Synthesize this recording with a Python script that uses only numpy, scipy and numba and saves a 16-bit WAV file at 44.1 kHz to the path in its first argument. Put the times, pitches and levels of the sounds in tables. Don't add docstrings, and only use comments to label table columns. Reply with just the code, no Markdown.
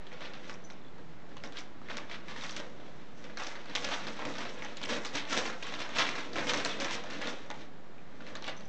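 import sys
import numpy as np
from scipy import signal
from scipy.fft import rfft, irfft
from scipy.io import wavfile
from scipy.ndimage import uniform_filter1d
from numba import njit

SR = 44100
rng = np.random.default_rng(int(sys.argv[2]) if len(sys.argv) > 2 else 0)


def decibels_to_gain(level_db):
    exponent = np.asarray(level_db, float) / 20
    return 10 ** exponent


def file_out(sig):
    cols = np.atleast_2d(sig).T
    lim = np.clip(cols, -1, 1)
    pcm = np.round(lim * 32767).astype(np.int16)
    wavfile.write(sys.argv[1], SR, pcm)


N = 382788

# (frequency [Hz], density [dB per Hz])
HUSH_SPECTRUM = [(20, -16.5), (60, -6.5), (100, -4), (180, 3.5), (310, -1), (500, -4.5), (1000, -9.5),
                 (2000, -13.5), (2600, -20), (3900, -22), (4800, -26.5), (6000, -30.5), (7200, -32),
                 (8400, -42.5)]
# (peak time [s], level [dB], rise [dB/s], fall [dB/s],
# broad panels relative [dB])
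MOVES = [(.225, -51, 60, 67, 3.5), (.5, -54.5, 30, 132, 1), (.718, -62, 108, 250, 1),
         (1.445, -54.5, 500, 154, 12.5), (1.48, -67, 53, 40, 9), (1.591, -48, 255, 212, 3.5),
         (1.919, -48.5, 343, 70, 5.5), (1.995, -52, 79, 234, -5), (2.13, -47, 232, 164, -11),
         (2.305, -50, 215, 49, 2.5), (2.454, -45.5, 76, 65, -9), (2.57, -52.5, 600, 149, 11.5),
         (2.6, -68, 55, 74, 12), (3.258, -56, 89, 101, 9.5), (3.397, -43.5, 506, 62, 1.5),
         (3.457, -61.5, 74, 83, 9), (3.77, -45, 600, 26.5, -0.5), (3.9, -41.5, 66, 251, -8),
         (3.922, -42.5, 250, 74, -14), (4.02, -48, 58, 78, -1.5), (4.09, -44.5, 146, 112, 0.5),
         (4.27, -47.5, 82, 18, 5), (4.43, -47, 45, 81, -3), (4.648, -53, 70, 74, -7),
         (4.895, -39.5, 900, 330, 5), (4.94, -37.5, 145, 160, 1), (5.068, -44, 100, 190, -3),
         (5.156, -37, 503, 240, 1), (5.185, -44, 200, 260, -3), (5.331, -36, 258, 116, 0),
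         (5.377, -37, 400, 140, -2.5), (5.488, -40, 60, 290, 2), (5.652, -51, 130, 19, -6),
         (5.82, -47, 29.7, 38, -2.5), (5.962, -40.5, 400, 90, 2), (5.99, -33, 900, 105, 0.5),
         (6.206, -43.5, 30, 110, 4), (6.366, -40.5, 503, 92, 4), (6.41, -39, 201, 330, 4),
         (6.49, -37, 400, 115, 2.5), (6.546, -38.5, 103, 76, 4), (6.66, -39.5, 400, 120, 2.5),
         (6.814, -41, 400, 65, 0.5), (6.944, -41.5, 40.5, 120, 2), (7.134, -46, 194, 44, -0.5),
         (7.281, -43, 81, 144, 6.5), (7.608, -56, 79.5, 240, 11.5), (8.286, -54.5, 132, 54, -7),
         (8.484, -49.5, 120, 79, -5)]
# (time [s], level [dB])
CREEPING_WEIGHT = [(0, -63), (.65, -59), (1.0, -56.5), (1.75, -60), (2.2, -69), (2.8, -48.5), (3.15, -58),
                   (3.65, -59), (4.2, -44.5), (4.75, -66), (5.6, -58), (6.3, -51), (7.05, -62), (7.5, -52),
                   (7.7, -81), (8.1, -55.5), (8.4, -43), (8.68, -69)]
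# (time [s], level [dB])
CRUMPLE = [(0, -22), (.5, 6.5), (1.5, 7), (1.95, -4), (2.5, 2.5), (3.0, 9), (3.42, 4), (3.7, -1.5),
           (4.5, 0), (5.1, 2.5), (5.6, 0), (6.1, 0), (6.9, 1), (7.15, -4), (7.55, 7), (8.25, 5), (8.5, -15),
           (8.68, 15)]
# (low [Hz], high [Hz], ring [cycles], share of smooth rubbing [0-1], level [dB])
BUCKLES = [
    (1800, 4080, 1.7, 0.44, -1.5),
    (111, 497, 0.83, 0.92, -0.5),
    (756, 2060, 1.2, 0.62, 1),
    (4460, 8070, 1.7, 0.09, -1),
]
# (time [s], peak level [dB], ring [Hz], treble relative [dB])
CRACKS = [(0.068, -37, 3250, -35), (0.1178, -29.5, 1940, -37), (0.2069, -29, 1300, -24),
          (0.217, -26, 2150, -40), (0.3357, -35.5, 1540, -13.5), (0.4299, -47, 1980, -27),
          (0.4959, -28, 1540, -17.5), (0.7016, -32.5, 2040, -23), (1.3682, -32.5, 1060, -20),
          (1.4376, -32, 2000, -7.5), (1.5229, -40, 1160, -13), (1.5574, -36, 1520, -28),
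          (1.5702, -27.5, 3480, -18), (1.8166, -32.5, 1130, -59), (1.8864, -27, 2060, -35),
          (1.8988, -15.5, 1420, -38), (1.9705, -29, 1500, -12), (2.0974, -32, 1050, -21),
          (2.1131, -27.5, 2020, -25), (2.1427, -30.5, 1630, -26), (2.2832, -32, 2110, -28),
          (2.362, -29, 1880, -42), (2.4367, -27, 1210, -15), (2.4944, -31, 3900, -10),
          (2.5649, -29, 4060, -10), (3.2417, -36, 2100, -19),
          (3.3727, -26.5, 1630, -17), (3.467, -31, 1660, -8), (3.5543, -32, 2000, -25),
               (3.657, -35.5, 1140, -21), (3.6835, -61, 1590, -25), (3.6967, -31.5, 1560, -19.5),
               (3.7519, -18.5, 1980, -11.5), (3.8444, -29, 1160, 0.5), (3.888, -23, 1210, -22),
               (4.069, -26, 1550, -10), (4.1918, -24.5, 990, -28), (4.2523, -27.5, 2020, -15.5),
               (4.3539, -27.5, 1400, -19.5), (4.3826, -39, 980, 3), (4.4059, -22, 2010, -42),
               (4.5886, -40, 1660, -14), (4.6224, -20, 2220, -37), (4.6478, -31.5, 1050, -12),
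               (4.7131, -32.5, 1660, -42), (4.77, -35.5, 2900, -7.5), (4.8154, -32, 1030, -14),
               (4.8299, -19.5, 3350, -20.5), (4.8907, -25.5, 2070, -20), (5.0498, -27.5, 1760, -3.5),
               (5.1491, -29, 1120, -13), (5.2853, -43, 3270, -19), (5.2978, -41, 1470, -24),
               (5.3212, -32, 1550, -11), (5.3687, -17.5, 1600, -13), (5.4544, -21, 2050, -18),
          (5.626, -22.5, 2420, -18), (5.724, -29, 1010, -21), (5.7345, -21.5, 2080, -26),
               (5.792, -29, 3920, -18), (5.8022, -29.5, 2090, -16), (5.956, -19.5, 1100, -25),
               (5.9849, -17.5, 2660, -16.5), (6.067, -22, 2050, -22), (6.0888, -24, 1140, -20),
               (6.154, -29, 1990, -18), (6.183, -39, 2510, -24), (6.332, -41, 2660, -5),
               (6.358, -17.5, 1490, -25), (6.384, -21.5, 2180, -26), (6.4695, -22, 2050, -29),
               (6.4921, -16.5, 1500, -11.5), (6.5352, -14, 1080, -16), (6.6489, -23, 1900, -5),
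               (6.801, -30, 3480, -7.5), (6.846, -32, 2390, -2.5), (6.9088, -24, 1140, -31),
               (7.102, -29, 1890, -17), (7.215, -21.5, 1530, -21), (7.272, -26.5, 1640, -19),
               (7.5026, -24, 1020, -20), (8.2669, -32, 2040, -22), (8.3539, -29.5, 1530, -13),
               (8.443, -28.5, 3200, -25), (8.4678, -46, 3040, -24), (8.48, -21, 1130, -20),
          (0.4754, -55, 1530, -9), (0.541, -43.5, 785, -6), (0.9829, -38, 995, -33),
                (1.3144, -43, 1350, -30), (2.42, -34, 3300, -27), (2.52, -41, 3940, -14),
                (2.5999, -36, 770, -8), (2.7988, -35, 710, -40), (3.2979, -36, 1540, -32),
                (3.418, -36, 1440, -19), (3.9164, -15, 1180, -40.5), (4.4524, -24, 1020, -23),
                (4.4915, -33, 2050, -21), (5.4983, -25, 1800, -32), (5.668, -34, 1880, -10),
                (5.8914, -30.5, 703, -17.5), (6.4263, -36.5, 780, -19), (6.5994, -25.5, 1480, -14),
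                (7.0381, -29.5, 910, -18), (7.2417, -36, 1040, -22), (7.5402, -40, 1095, -13),
                (8.2062, -31.5, 1420, -37), (8.4233, -30.5, 940, -17), (8.6083, -36, 716, -18)]
# (time [s], change of first snap [dB])
YIELDING = [(1.5703, -7.5), (1.8986, -10), (1.8861, -4.5), (3.9164, -8), (4.8289, -8), (4.8907, -3.5),
            (5.0499, -7), (5.3212, -6), (5.3686, -8.5), (5.954, -9), (6.4918, -8), (0.2069, -5),
            (0.2174, -7), (8.4695, -4), (0.1186, -4.5), (6.5332, -5), (1.4366, -3.5), (3.467, -3.5),
            (3.7513, -5.5), (3.8446, -7.5), (4.3824, -6), (4.4063, -6.5), (4.4524, -6.5), (4.6228, -4.5),
            (5.1491, -6), (5.4544, -5), (5.6258, -5), (5.7353, -8), (5.791, -6.5), (5.8022, -4.5),
            (6.357, -2.5), (7.215, -4), (7.2417, -1.5), (7.5402, -4.5), (4.0686, -5), (8.48, -3.5)]
# (time [s], peak level [dB], frequency [Hz])
POPS = [(0.4437, -39, 2500), (1.5326, -45, 4180), (1.5714, -33, 3400), (1.985, -29, 2200),
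        (2.4116, -34, 4050), (2.5096, -33, 6200), (2.5684, -29, 2280), (2.5686, -40, 4010),
        (2.5792, -36, 5470), (2.6011, -35, 1890), (3.3903, -33, 1850), (3.436, -34, 5860),
        (3.4468, -38, 4220), (3.4707, -30, 5510), (3.685, -40, 1590), (3.6845, -46, 4010),
        (3.7553, -29, 4010), (3.7613, -18.5, 3190), (3.782, -31, 3270), (3.8476, -25.5, 5940),
        (3.9165, -37, 4480), (3.9162, -27, 3190), (4.385, -33, 5810), (4.8392, -31, 4050),
        (5.0483, -33, 3100), (5.057, -32, 5470), (5.1498, -38, 1850), (5.1584, -36, 2370),
        (5.253, -35, 3490), (5.3311, -24.5, 5810), (5.3638, -28, 2530), (5.529, -33, 2110),
        (5.7402, -28, 3450), (5.7936, -35, 3270), (5.8065, -32, 1890), (6.0267, -30, 4870),
        (6.0899, -22.5, 2580), (6.0927, -31, 5860), (6.185, -33, 2670), (6.2068, -37, 4050),
        (6.3617, -41, 4440), (6.3846, -34, 4010), (6.4262, -30, 1770), (6.5172, -23, 1510),
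        (6.5426, -33, 4010), (6.5495, -30, 5510), (6.5739, -26, 5600), (6.5883, -34, 6070),
        (6.6097, -32, 4520), (6.6744, -32, 1810), (6.6923, -30, 2070), (6.8828, -28, 2150),
        (7.2301, -30, 1850), (7.2748, -31.5, 4390), (8.4686, -33, 3140), (8.4786, -41, 5860)]
# (time [s], level [dB], frequency [Hz], t60 as the fur lets it ring [s])
TINKLES = [(.640, -54, 6051, .1), (.648, -56, 6051, .5), (.815, -57, 3560, .12), (.848, -55.5, 3480, .1),
           (.866, -58, 3420, .12), (.882, -58, 3450, .1), (7.982, -53, 2420, .1),
           (7.9903, -50.5, 2420, .09), (8.567, -57, 6051, .1), (8.575, -49, 6051, .08),
           (8.598, -56, 6051, .07), (8.655, -54, 6051, .04)]
# (multiple of frequency [1], level [dB], share of t60 [1])
BELL_PARTIALS = [
    (1.002, -2, 0.32),
    (1.128, -10, 0.16),
]
# (time [s], peak level [dB], frequency [Hz])
TICKS = [(1.4374, -28, 2600), (1.5238, -32, 3410), (1.587, -42, 2480), (1.9699, -17, 3930),
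         (1.98, -19, 2690), (2.4104, -31, 2650), (2.565, -18, 3930), (3.7521, -9, 3560),
         (3.756, -7.5, 3300), (3.8469, -35, 3990), (3.9594, -25, 2790), (5.0499, -33, 3380),
         (5.3133, -27, 2420), (5.328, -20, 3260), (5.3757, -4, 2560), (6.4687, -31, 2400),
         (6.4695, -18, 2540), (6.534, -27, 2420), (6.5423, -14, 3870), (6.574, -26, 2690),
         (6.649, -16, 3990), (6.6615, -24, 3800), (6.6685, -37, 4080), (6.8004, -29, 3500),
         (6.9104, -13, 2990), (7.514, -20, 2620), (8.3525, -25, 2640), (8.4422, -29, 3380),
         (8.48, -21, 2680),
         (2.4933, -28, 3800), (3.371, -30, 2320), (4.1904, -34, 2070), (4.2527, -25, 1990),
                 (4.8915, -20, 2050), (5.15, -22, 3610), (5.9856, -25, 2950), (5.9859, -7, 2640),
                 (6.0686, -21, 2010), (6.0886, -24, 2540), (6.3563, -31, 2310), (6.8447, -21, 2370),
                 (7.273, -26, 3420), (7.5016, -36, 2620), (8.4677, -27, 2680)]
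# (time [s], level [dB], frequency [Hz])
FLAPS = [(1.59, -50, 160), (1.9, -48, 480), (2.788, -43, 300), (3.461, -50, 150), (4.3, -43, 285),
         (5.31, -36, 280), (5.97, -43, 496), (5.99, -47, 229), (6.04, -44, 482), (6.365, -36, 528),
         (6.47, -35.5, 490), (6.64, -40, 283), (6.82, -48, 288), (7.151, -42, 282), (7.261, -47, 260)]
# (delay [s], level [dB])
ECHOES = [
    (.0033, -10.5),
    (.0088, -19.5),
    (0.0133, -23),
    (0.019, -35.5),
]
# (band centre [Hz], t60 [s], level [dB])
TAIL_BANDS = [
    (187, 0.47, -7),
    (644, 0.49, -3.5),
    (1600, 0.41, -8),
    (4830, 0.19, -12.5),
]
# (frequency [Hz], width [Hz], level [dB])
ROOM_MODES = [(226, 17, -5), (293, 23, -1), (491, 71, -4), (603, 55, -10), (714, 36, -9)]
# (frequency [Hz], gain [dB])
MIC_RESPONSE = [(30, -24), (90, -9), (260, -5.5), (400, -7), (510, -1.5), (850, -4.5), (1300, -3),
                (1800, -0.5), (2900, 0.5), (3700, 4), (4900, 3), (5900, 6), (7000, 0.5), (8000, -3)]
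# (low [Hz], high [Hz])
IMAGE_BANDS = [(9550, 9950), (10300, 10700)]


def unit(x):
    return x / np.sqrt(np.mean(x ** 2))


def colour(x, points):
    hz, db = np.transpose(points)
    f_hz = np.maximum(np.arange(len(x) // 2 + 1) * SR / len(x), 1)
    gain_db = np.interp(np.log(f_hz), np.log(hz), db)
    return irfft(rfft(x) * decibels_to_gain(gain_db), len(x))


def band(x, lo_hz, hi_hz):
    return signal.sosfilt(signal.butter(2, [lo_hz, hi_hz], "bandpass", fs=SR, output="sos"), x)


def walk(rate_hz):
    hold = int(SR / rate_hz)
    steps = np.repeat(rng.standard_normal(N // hold + 1), hold)
    return 1.46 * uniform_filter1d(steps, hold)[:N]


@njit
def ring(s, hz, t60_s, size):
    out = np.zeros(N)
    for k in range(len(s)):
        i = int(s[k] * SR)
        turn = np.exp((2j * np.pi * hz[k] - np.log(1000) / t60_s[k]) / SR)
        z = size[k] + 0j
        for j in range(i, min(N, i + int(t60_s[k] * SR))):
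            z *= turn
            out[j] += z.imag
    return out


def hush(level_db=-52.5):
    noise = colour(rng.standard_normal(N), HUSH_SPECTRUM)
    bass = signal.sosfilt(signal.butter(2, 500, fs=SR, output="sos"), noise)
    breath = decibels_to_gain(0.84 * walk(4.1)) - 1
    return unit(noise + bass * breath) * decibels_to_gain(level_db)


def effort(panels=False, panel_lag=0.79, creep_db=-13.5):
    t = np.arange(0, N, 64) / SR
    s, db, rise, fall, panel_db = np.transpose(MOVES)[:, :, None]
    drop_db = np.where(t < s, rise, fall) * np.abs(t - s)
    weight_db = np.interp(t, *np.transpose(CREEPING_WEIGHT))
    if panels:
        moves_db = db + panel_db - panel_lag * drop_db
    else:
        moves_db = db - drop_db
        weight_db = weight_db + creep_db
    power = np.sum(decibels_to_gain(2 * moves_db), axis=0) + decibels_to_gain(2 * weight_db)
    return np.interp(np.arange(N) / SR, t, 10 * np.log10(power))


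def rustle(count=12000, spread_db=1.0, most_db=7.5, own_db=2.5, patchy_db=2.0):
    middle_db, finest_db = 2, -10
    brighten = 0.31
    crackle_db = effort()
    crumple_db = np.interp(np.arange(N) / SR, *np.transpose(CRUMPLE))
    fine_db = crackle_db + crumple_db + finest_db + brighten * (crackle_db + 38.5)
    levels_db = [crackle_db, effort(True), crackle_db + middle_db, fine_db]
    when_s = rng.uniform(0, N / SR, count)
    size_db = np.minimum(spread_db * rng.exponential(size=count), most_db)
    out = 0
    for (lo_hz, hi_hz, cycles, rub, db), level_db in zip(BUCKLES, levels_db):
        hz = lo_hz * (hi_hz / lo_hz) ** rng.uniform(size=count)
        size = decibels_to_gain(size_db + own_db * rng.uniform(-0.6, 3.7, count)) * rng.choice([-1, 1], count)
        snaps = band(ring(when_s, hz, 3 * cycles / hz, size), lo_hz, hi_hz)
        fur = band(rng.standard_normal(N), lo_hz, hi_hz)
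        mix = np.sqrt(1 - rub) * unit(snaps) + np.sqrt(rub) * unit(fur)
        out = out + mix * decibels_to_gain(level_db + db + patchy_db * walk(25))
    return out


def tension(times_s, hold_s=0.025, most_db=1.65, slack_s=0.036):
    t, out = np.arange(N) / SR, np.zeros(N)
    for s in times_s:
        near = slice(max(int((s - .08) * SR), 0), int((s + 0.07) * SR))
        lag_s = t[near] - s
        taut_db = -most_db * np.exp(np.minimum(lag_s, 0) / hold_s)
        slack_db = 0.92 * most_db * np.exp(-np.maximum(lag_s, 0) / slack_s)
        out[near] += np.where(lag_s < 0, taut_db, slack_db)
    return out


def folds(count=30, loose_db=0.5, treble_db=-21.0):
    c = rng.uniform(size=(count, 4)).T
    s = c[0] * (N - 1) / SR
    db = effort()[(s * SR).astype(int)] + loose_db + 6 * c[1]
    loose = [s, db, 1100 * 2 ** (1.1 * c[2]), treble_db + 12 * c[3]]
    listed = np.transpose(CRACKS)
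    return np.hstack([listed, loose])


def cracks(s, db, hz, rel_treble_db, cycles=3.92, ring_db=-2.0, edge_db=-8.0, treble_db=5.5,
           bass_db=-12.0, shower_db=-2.0, shower_s=.008, count=16):
    brightness_db = rel_treble_db + 18
    rel_shower_db = -7.5 - 0.087 * (db + 38.5) + 0.21 * brightness_db
    c = rng.uniform(-1, 1, (len(s), 5 + 3 * count)).T
    parts = [
        (s, hz, db + ring_db),
        (s + .0005 + 0.00038 * c[3], 3200 * 2 ** (0.51 * c[0]), db + edge_db + 0.81 * brightness_db),
        (s + 0.00076 + 0.00072 * c[2], 1500 * 2 ** (.5 * c[1]), db + edge_db),
        (s + 0.00014, 5900 * 2 ** (0.33 * c[2]), db + rel_treble_db + treble_db),
        (s + 0.00053, 450 * 2 ** (0.74 * c[3]), db + bass_db),
    ]
    yield_s, less_db = np.transpose(YIELDING)
    lead_db = (np.abs(s[:, None] - yield_s) < .004) @ less_db
    parts = [(at_s, f_hz, g_db + lead_db) for at_s, f_hz, g_db in parts]
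    for late, pitch, size in c[5:].reshape(count, 3, -1):
        delay_s = .002 - (shower_s - 0.00043 * lead_db) * np.log((1.02 + late) / 2.02)
        bright_db = 0.42 * np.maximum(pitch, 0) * (rel_treble_db + treble_db)
        f_hz = np.sqrt(2400 * hz) * 2 ** (1.5 * pitch)
        parts.append((s + delay_s, f_hz, db + rel_shower_db + shower_db + bright_db + 2.4 * size))
    out = 0
    for at_s, f_hz, g_db in parts:
        t60_s = 3 * cycles / f_hz * (f_hz / 1500) ** 0.5
        out = out + ring(at_s, np.minimum(f_hz, 8000.), t60_s, decibels_to_gain(g_db) * np.sign(c[4]))
    return out


def pops(cycles=2.9, gain_db=3.5):
    s, db, hz = np.transpose(POPS)
    t60_s = 3 * cycles / hz
    facet = ring(s, 1. * hz, t60_s, decibels_to_gain(db + gain_db))
    neighbour = ring(s, 0.6 * hz, t60_s, decibels_to_gain(db + gain_db - 5.5))
    return facet - neighbour


def bell():
    s, db, hz, t60_s = np.transpose(TINKLES)
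    flutter = decibels_to_gain(2 * walk(150))
    return flutter * sum(ring(s, k * hz, share * t60_s, decibels_to_gain(db + g_db)) for k, g_db, share in BELL_PARTIALS)


def ticks(cycles=0.94, gain_db=-3.5):
    s, db, hz = np.transpose(TICKS)
    return -ring(s, hz, 3 * cycles / hz, decibels_to_gain(db + gain_db))


def flaps(t60_s=0.14, push_s=0.006):
    s, db, hz = np.transpose(FLAPS)
    each = np.ones(len(s))
    first = ring(s, 1. * hz, t60_s * each, decibels_to_gain(db))
    second = ring(s + 0.014, 0.87 * hz, t60_s * each, decibels_to_gain(db - 2.5))
    soft_onset = ring(s, 1. * hz, push_s * 3 * each, decibels_to_gain(db))
    return first + second - soft_onset


def responses(count, drift=.12):
    t = np.arange(SR // 4) / SR
    out = np.zeros((count, len(t)))
    out[:, 0] = 1
    for delay_s, db in ECHOES:
        lag = (delay_s * SR * (1 + drift * rng.uniform(-1, 1, count))).astype(int)
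        out[np.arange(count), lag] += decibels_to_gain(db)
    onset = 1 - np.exp(-t / 0.0057)
    half = 3 ** .5
    for hz, t60_s, db in TAIL_BANDS:
        tail = band(rng.standard_normal(out.shape), hz / half, hz * half)
        tail = tail * onset * 1000 ** (-t / t60_s)
        share = 2 * hz * (half - 1 / half) / SR
        out += decibels_to_gain(db) * tail * np.sqrt(share / np.mean(np.sum(tail ** 2, axis=1)))
    return out


def room(x, count=80):
    out, hop = np.zeros(N + SR), N // count + 1
    for i, response in zip(range(0, N, hop), responses(count)):
        heard = signal.fftconvolve(x[i:i + hop], response)
        out[i:i + len(heard)] += heard
    return out[:N]


def boom(x):
    out = x
    for hz, width_hz, db in ROOM_MODES:
        out = out + decibels_to_gain(db) * signal.lfilter(*signal.iirpeak(hz, hz / width_hz, fs=SR), x)
    return out


def scene():
    snapped = folds()
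    rustling = decibels_to_gain(tension(snapped[0]) - 3.5) * rustle()
    paper = rustling + cracks(*snapped) + pops() + ticks() + flaps()
    heard = colour(boom(room(paper + bell())), MIC_RESPONSE)
    return (heard + hush())[None]


def roll_off(x):
    return signal.sosfilt(signal.butter(12, 13500, fs=SR, output="sos"), x)


def record(dry):
    top_hz, clock_hz = 8286, 16000
    overtone_db, image_db, offset = -23, -9, .0146
    cut = signal.sosfilt(signal.ellip(8, .3, 56, top_hz, fs=SR, output="sos"), dry)
    overtone_band = signal.butter(6, [9400, 12800], "bandpass", fs=SR, output="sos")
    overtones = signal.sosfilt(overtone_band, cut ** 2)
    clock = np.cos(2 * np.pi * clock_hz * np.arange(N) / SR)
    mirror = cut * clock * uniform_filter1d(np.abs(cut), size=600)
    image = sum(band(band(mirror, lo_hz, hi_hz), lo_hz, hi_hz) for lo_hz, hi_hz in IMAGE_BANDS)
    mix = cut + decibels_to_gain(overtone_db) * overtones + decibels_to_gain(image_db) * image + offset
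    return roll_off(mix)


dry = scene()
out = record(dry)
file_out(out)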